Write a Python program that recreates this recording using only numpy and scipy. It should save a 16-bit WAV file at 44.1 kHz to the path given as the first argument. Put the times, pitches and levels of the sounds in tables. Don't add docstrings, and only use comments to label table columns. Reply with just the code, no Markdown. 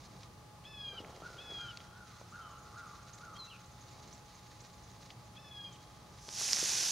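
import sys
import numpy as np
from scipy import signal
from scipy.fft import rfft, irfft, next_fast_len
from scipy.io import wavfile
from scipy.ndimage import map_coordinates

SR = 44100
rng = np.random.default_rng(int(sys.argv[2]) if len(sys.argv) > 2 else 0)


def dump(signal):
    limited = np.clip(np.atleast_2d(signal).T, -1, 1)
    pcm = np.round(limited * 32767).astype(np.int16)
    wavfile.write(sys.argv[1], SR, pcm)


N = 304731
TIME = np.arange(N) / SR

# f/Hz, gain/dB
AIR_SPECTRUM = [(15, -40), (25, -23), (54, -3.5), (113, -2.5), (146, -3.5), (224, -9.5), (248, -14),
                (310, -12.5), (388, -14.5), (493, -15), (743, -14.5), (852, -16), (897, -17.5), (1220, -12),
                (1500, -33), (1950, -46), (3300, -120)]
HISS_SPECTRUM = [(1000, -4.5), (1500, 4), (2100, 0.5), (3000, -0.5), (4500, 0.5), (6500, -2.5), (7800, -8),
                 (9200, -7.5), (10500, -10.5), (15500, -14)]
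# f/Hz, side minus mid/dB
AIR_WIDTH = [(60, -19), (160, -15.5), (330, -5.5), (1200, -9.5), (2000, -1), (6000, -4), (9000, 8),
             (11000, 0.5), (15000, -1)]
# f/Hz, level/dB
HUM_TONES = [(111, -68), (124, -67.5), (179, -70.5), (841, -66.5)]
# t/s, level/dB
SLEEVE_LEVELS = [(0, -65), (.22, -64), (.3, -72), (.6, -80), (.95, -71), (1.2, -63.5), (1.75, -63.5),
                 (1.95, -72.5), (2.12, -64), (2.6, -69), (2.75, -64), (3.7, -67.5), (3.9, -64.5),
                 (5.1, -66.5), (5.55, -72.5), (5.8, -67), (6.2, -68.5)]
# f/Hz, gain/dB
SLEEVE_SPECTRUM = [(800, -14), (2000, 2.5), (3000, -4.5), (3900, 3.5), (5500, 0.5), (6600, 2), (7600, -11),
                   (11000, -23), (16000, -24)]
# f/Hz, side minus mid/dB
CLOTH_WIDTH = [(300, -22), (1000, -17), (2500, -102), (4500, -22), (6000, -20.5), (7300, -10), (8500, 8),
               (10000, 3.5), (12000, -0.5), (15000, -1)]
# t/s, peak/dB, f/Hz, t60/s
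SHARP_TICKS = [(.2325, -39, 4760, 0.024), (1.047, -40, 1995, 0.019), (1.502, -52, 1710, 0.0093),
               (1.773, -30.5, 4970, 0.014), (1.804, -41, 2800, 0.0083), (5.104, -41, 3660, 0.025),
               (6.2897, -28, 5000, 0.0048), (6.5318, -28, 2450, .004), (6.569, -34.5, 1700, .01)]
BODY_KNOCKS = [(.933, -45.5, 597, 0.023), (1.003, -38.5, 400, 0.024), (1.048, -51, 800, 0.011),
               (1.502, -43, 450, 0.012), (1.52, -41, 412, 0.0068), (2.214, -39.5, 730, 0.017),
               (3.338, -47, 646, 0.019), (6.283, -43, 527, 0.11), (6.414, -34.5, 930, 0.008),
               (6.628, -32.5, 316, 0.029)]
# t/s, length/s, start f/Hz, mid f/Hz, end f/Hz, level before throat/dB, flutter/dB, release/s
MEW_CALLS = [(0.637, .38, 895, 824.3, 774, -41.5, 1.35, 0.025),
             (1.367, .367, 877, 827, 768, -42, 0.8, .022), (5.35, 0.42, 902, 831, 795, -46, 2, 0.12)]
# f/Hz, width/Hz, gain/dB
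THROAT_MODES = [(1565, 450, -24), (2410, 110, -20), (2577, 95, -20), (2990, 260, -9), (3273, 166, -3),
                (3960, 400, -26), (4900, 490, -24.5), (5230, 140, -23), (6420, 260, -28)]
# t/s, level/dB
GRIP_LEVELS = [(.8, -70), (1.03, -57.5), (1.2, -56), (1.42, -63), (1.53, -58), (1.9, -82)]
# f/Hz, gain/dB
GRIP_SPECTRUM = [(100, -10), (220, -6), (400, -1), (700, -2), (1100, -9.5), (2500, -23), (6000, -27),
                 (12000, -42)]
# t/s, fall/s, top f/Hz, source level/dB
YELP_CALLS = [(.925, 0.045, 1383, -54), (1.218, 0.063, 1450, -47.5), (1.584, 0.083, 1450, -47.5),
              (1.932, 0.22, 1500, -58), (2.319, .19, 1422, -47.5), (2.738, 0.18, 1418, -48.5),
              (3.198, 0.19, 1405, -50.5)]
# t/s, level/dB
CHIP_CALLS = [(3.132, -52.5), (3.657, -63), (4.127, -54), (4.604, -57), (5.726, -57)]
# t/s, length/s, start f/Hz, end f/Hz, level/dB, burr/share of pitch
WHISTLE_NOTES = [(2.4, 0.2, 3170, 2940, -64.5, 0.023), (3.349, 0.033, 3060, 3255, -53.5, 0.0072),
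                 (3.379, 0.095, 4300, 3910, -47.5, 0.0048), (3.463, 0.033, 2710, 2720, -59.5, 0.0072),
                 (3.492, 0.083, 3350, 2500, -54, 0.032)]
# f/Hz, gain/dB
WEAVE_SPECTRUM = [(2060, -28), (3500, -11), (4190, -9.5), (4630, -5), (6020, 0), (7960, -13), (9420, -16),
                  (11700, -21.5), (15500, -39)]
SCRAPE_SPECTRUM = [(120, -45), (200, -24), (237, -11.5), (355, -9.5), (597, -12), (736, -7.5),
                   (1360, -11.5), (1510, -6), (2200, -6), (2470, -7.5), (2820, -4.5), (4160, -4),
                   (4500, -1), (5850, -21), (9900, -120)]
# f/Hz, width/Hz, gain/dB
POCKET_MODES = [(5000, 300, -17), (5500, 220, -18), (6600, 250, -11.5)]
SHELL_MODES = [(1500, 250, -13), (2500, 140, 0)]
# f/Hz, left minus right/dB
PORT_BALANCE = [(3000, -1), (4800, 0), (5500, -3), (7300, -8.5), (9000, 3), (11000, 6.5), (14000, 3)]


def undb(db):
    return 10 ** (np.asarray(db) / 20)


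def unit(x):
    return x / np.sqrt(np.mean(x ** 2))


def noise():
    return rng.standard_normal(N)


def walk(rate_hz):
    knots = rng.standard_normal(4096)
    return 1.205 * map_coordinates(knots, [TIME * rate_hz], order=2, mode="wrap")


def decay(t_s, t60_s):
    return np.exp(-np.log(1000) * t_s / t60_s)


def fade(times_s, levels_db, edge_s=.0037):
    inside_s = np.minimum(TIME - times_s[0], times_s[-1] - TIME)
    return undb(np.interp(TIME, times_s, levels_db)) * np.clip(inside_s / edge_s + .5, 0, 1)


def shape(x, spectrum, power=1):
    hz, db = np.transpose(spectrum)
    size = next_fast_len(N)
    bins_hz = np.maximum(np.arange(size // 2 + 1) * SR / size, 1)
    gain = undb(power * np.interp(np.log(bins_hz), np.log(hz), db))
    return irfft(rfft(x, size) * gain, size)[:N]


def resonate(x, hz, width_hz):
    return signal.lfilter(*signal.iirpeak(min(hz, .45 * SR), max(hz / width_hz, .5), SR), x)


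def place(x, pan_db):
    return x * undb(np.array([[pan_db], [-pan_db]]) / 2)


def ports(common, apart, spectrum, width):
    mid = unit(shape(common, spectrum))
    side = shape(unit(shape(apart, spectrum)), width)
    return np.array([mid + side, mid - side])


def background(air_db=-57.5, hiss_db=-66):
    air = ports(noise(), noise(), AIR_SPECTRUM, AIR_WIDTH) * undb(air_db + .54 * walk(5.12))
    hiss = ports(noise(), noise(), HISS_SPECTRUM, AIR_WIDTH) * undb(hiss_db)
    return air + hiss


def camera_hum():
    hum = np.zeros(N)
    for hz, db in HUM_TONES:
        gain = np.sqrt(2) * undb(db + 1.13 * walk(5.5))
        hum += gain * np.sin(2 * np.pi * np.cumsum(hz + 1.58 * walk(12)) / SR)
    return hum


def slips(rate_hz, spread_db):
    sizes = undb(spread_db * np.minimum(rng.exponential(size=N), 5))
    return unit(noise() * sizes * (rng.random(N) < rate_hz / SR))


def sleeves():
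    rustle = ports(slips(7000, 1.8), slips(6400, 2), SLEEVE_SPECTRUM, CLOTH_WIDTH)
    fits = undb(2.3 * walk(65))
    return place(rustle * fade(*np.transpose(SLEEVE_LEVELS)) * fits, pan_db=-3)


def contacts(table, width_ratio, cutoff_ratio, push):
    out, t = np.zeros(N), TIME[:SR // 10]
    for start_s, peak_db, hz, t60_s in table:
        force = push * (t == 0) + rng.standard_normal(len(t)) * decay(t, t60_s)
        lowpass = signal.butter(4, min(hz * cutoff_ratio, .45 * SR), fs=SR, output="sos")
        hit = signal.sosfilt(lowpass, resonate(force, hz, hz * width_ratio))
        i = int(start_s * SR)
        out[i:i + len(t)] += (undb(peak_db) * hit / np.abs(hit).max())[:N - i]
    return out


def mew(start_s, length_s, start_hz, mid_hz, end_hz, db, flutter_db, release_s,
        attack_s=.028, scoop_s=.015, drop_s=.02):
    end_s = start_s + length_s
    opening = np.exp(-np.maximum(TIME - start_s, 0) / scoop_s)
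    closing = np.exp(-np.maximum(end_s - TIME, 0) / drop_s)
    roughness = np.sqrt(opening + closing)
    pitch_hz = np.interp(TIME, [start_s, start_s + length_s / 2, end_s], [start_hz, mid_hz, end_hz])
    pitch_hz *= 1 - .25 * opening - .14 * closing
    jitter = 1 + (.005 + .0237 * roughness) * walk(400)
    phase = 2 * np.pi * np.cumsum(pitch_hz * jitter) / SR
    effort = np.clip((TIME - start_s) / attack_s, 0, 1) ** 2 * np.clip((end_s - TIME) / release_s, 0, 1)
    voice = np.zeros(N)
    for k in range(2, 9):
        modes = (undb(peak_db) / (1 + (2 * (k * pitch_hz - hz) / width_hz) ** 2)
                 for hz, width_hz, peak_db in THROAT_MODES)
        gain = np.sqrt(sum(mode ** 2 for mode in modes))
        quiver = undb((flutter_db + 1.5 * (1 - gain)) * walk(80))
        voice += gain * quiver * np.sin(k * phase)
    breath = unit(resonate(resonate(noise(), 2900, 2500), 2900, 2500))
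    rasp = breath * roughness * undb(-17)
    return (np.sqrt(2) * voice * effort + rasp) * fade([start_s, end_s], [db, db])


def woods(x, t60_s, build_s, width):
    t = TIME[:2 * SR]
    tail = (1 - np.exp(-t / build_s)) * decay(t, t60_s)
    tail /= np.linalg.norm(tail)
    mid, side = (signal.fftconvolve(x, rng.standard_normal(len(t)) * tail)[:N] for _ in range(2))
    return np.array([mid + width * side, mid - width * side])


def near_bird():
    voice = sum(mew(*call) for call in MEW_CALLS)
    return place(voice, pan_db=.9) + undb(-18.5) * woods(voice, t60_s=1.4, build_s=.03, width=.3)


def grip():
    rub = unit(shape(slips(1500, 2.3), GRIP_SPECTRUM))
    return rub * fade(*np.transpose(GRIP_LEVELS)) * undb(2 * walk(29.97))


def far_bird(rise_s=.0403, sink_s=.17):
    voice, waver = np.zeros(N), 1 + .02 * walk(240)
    for start_s, fall_s, top_hz, db in YELP_CALLS:
        top_s = start_s + rise_s
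        rising = np.clip((top_s - TIME) / rise_s, 0, 1)
        sinking = np.clip((TIME - top_s) / sink_s, 0, 1)
        arch = 1 - .18 * rising ** 2 - .24 * sinking ** 1.2
        phase = 2 * np.pi * np.cumsum(top_hz * arch * waver) / SR
        times_s = [start_s, top_s, top_s + fall_s / 3, top_s + fall_s]
        effort = fade(times_s, [db - 5, db, db - 2, db - 7], edge_s=.012)
        voice += effort * (np.sin(phase) + undb(-27) * np.sin(2 * phase))
    rattle_hz = 150 + 50 * walk(60)
    voice *= 1 + .45 * np.sin(2 * np.pi * np.cumsum(rattle_hz) / SR)
    short_echo = woods(voice, t60_s=.14, build_s=.004, width=.1)
    long_echo = woods(resonate(voice, 1380, 800), t60_s=1.9, build_s=.015, width=.06)
    return undb(-1) * voice + undb(-10) * short_echo + undb(-2.5) * long_echo


def glide(start_s, length_s, start_hz, end_hz, db, waver, attack_s, change_db, release_s=.005):
    out, span = np.zeros(N), slice(int(start_s * SR), int((start_s + length_s) * SR))
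    t = TIME[span] - TIME[span][0]
    hz = end_hz + (start_hz - end_hz) * np.clip(1 - t / length_s, 0, 1) ** 2.1
    gate = np.clip(np.minimum(t / attack_s, (length_s - t) / release_s), 0, 1)
    gain = undb(db + change_db * np.maximum(t - attack_s, 0) / length_s)
    out[span] = np.sqrt(2) * gate * gain * np.sin(2 * np.pi * np.cumsum(hz * waver[span]) / SR)
    return out


def tiny_birds(twitter_span_s=(2.1, 5.2), twitter_hz=6500, twitter_db=-67.5, chip_hz=(5850, 7800)):
    voice, buzz = np.zeros(N), 1 + .045 * walk(580)
    for slot_s in np.linspace(*twitter_span_s, 34):
        late, high, loud = rng.standard_normal(3)
        hz, db = twitter_hz * (1 + .022 * high), twitter_db + 2 * loud
        voice += glide(slot_s + .03 * late, .022, hz, hz, db, buzz, attack_s=.005, change_db=1)
    for start_s, db in CHIP_CALLS:
        voice += glide(start_s, .028, *chip_hz, db, buzz, attack_s=.00082, change_db=-19)
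    echo = undb(-8) * woods(voice, t60_s=.28, build_s=.013, width=.6)
    return place(voice + echo, pan_db=-5.5)


def songbirds():
    wander = walk(400)
    voice = sum(glide(*note, 1 + burr * wander, attack_s=.024, change_db=-14)
                for *note, burr in WHISTLE_NOTES)
    return voice + undb(-9) * woods(voice, t60_s=.46, build_s=.014, width=.26)


def tent_drag(contact_s=6.411, approach_db_per_s=128, press_s=.27):
    approach = undb(-approach_db_per_s * np.maximum(contact_s - TIME, 0))
    pressure = 1 - np.exp(-np.maximum(TIME - contact_s, 0) / press_s)
    catching = undb(.6 * walk(150))
    hiss = ports(slips(16000, 1.3), slips(16000, 1.3), WEAVE_SPECTRUM, CLOTH_WIDTH)
    hiss += sum(undb(db + 4.6 * walk(25)) * resonate(hiss, hz, width_hz)
                for hz, width_hz, db in POCKET_MODES)
    scrape = ports(slips(6000, 1.5), slips(6000, 1.5), SCRAPE_SPECTRUM, CLOTH_WIDTH)
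    scrape += sum(undb(db) * resonate(scrape, hz, width_hz) for hz, width_hz, db in SHELL_MODES)
    rub = hiss * undb(-38 + 3.5 * pressure) + scrape * undb(-47 + 5 * pressure)
    return approach * catching * rub


def covered_ports(cloth):
    left, right = cloth
    return np.array([shape(left, PORT_BALANCE, power=.5), shape(right, PORT_BALANCE, power=-.5)])


def crease_snap(start_s=6.532, ring_hz=5300, attack_s=.00012, t60_s=.0044):
    t = np.maximum(TIME - start_s, 0)
    ring = .91 * np.sin(2 * np.pi * ring_hz * t)
    crackle = .48 * unit(shape(noise(), WEAVE_SPECTRUM))
    return undb(-12) * np.minimum(t / attack_s, 1) * decay(t, t60_s) * (ring + crackle)


def scene():
    bed = background() + camera_hum()
    ticks = contacts(SHARP_TICKS, width_ratio=.68, cutoff_ratio=1.2, push=6)
    knocks = contacts(BODY_KNOCKS, width_ratio=.98, cutoff_ratio=2.04, push=9)
    handling = sleeves() + ticks + grip() + knocks
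    birds = near_bird() + far_bird() + tiny_birds() + songbirds()
    return bed + handling + birds + covered_ports(tent_drag() + crease_snap())


def record(dry, cutoff_hz=15700):
    return signal.sosfilt(signal.ellip(10, .1, 80, cutoff_hz, fs=SR, output="sos"), dry)


dry = scene()
out = record(dry)
dump(out)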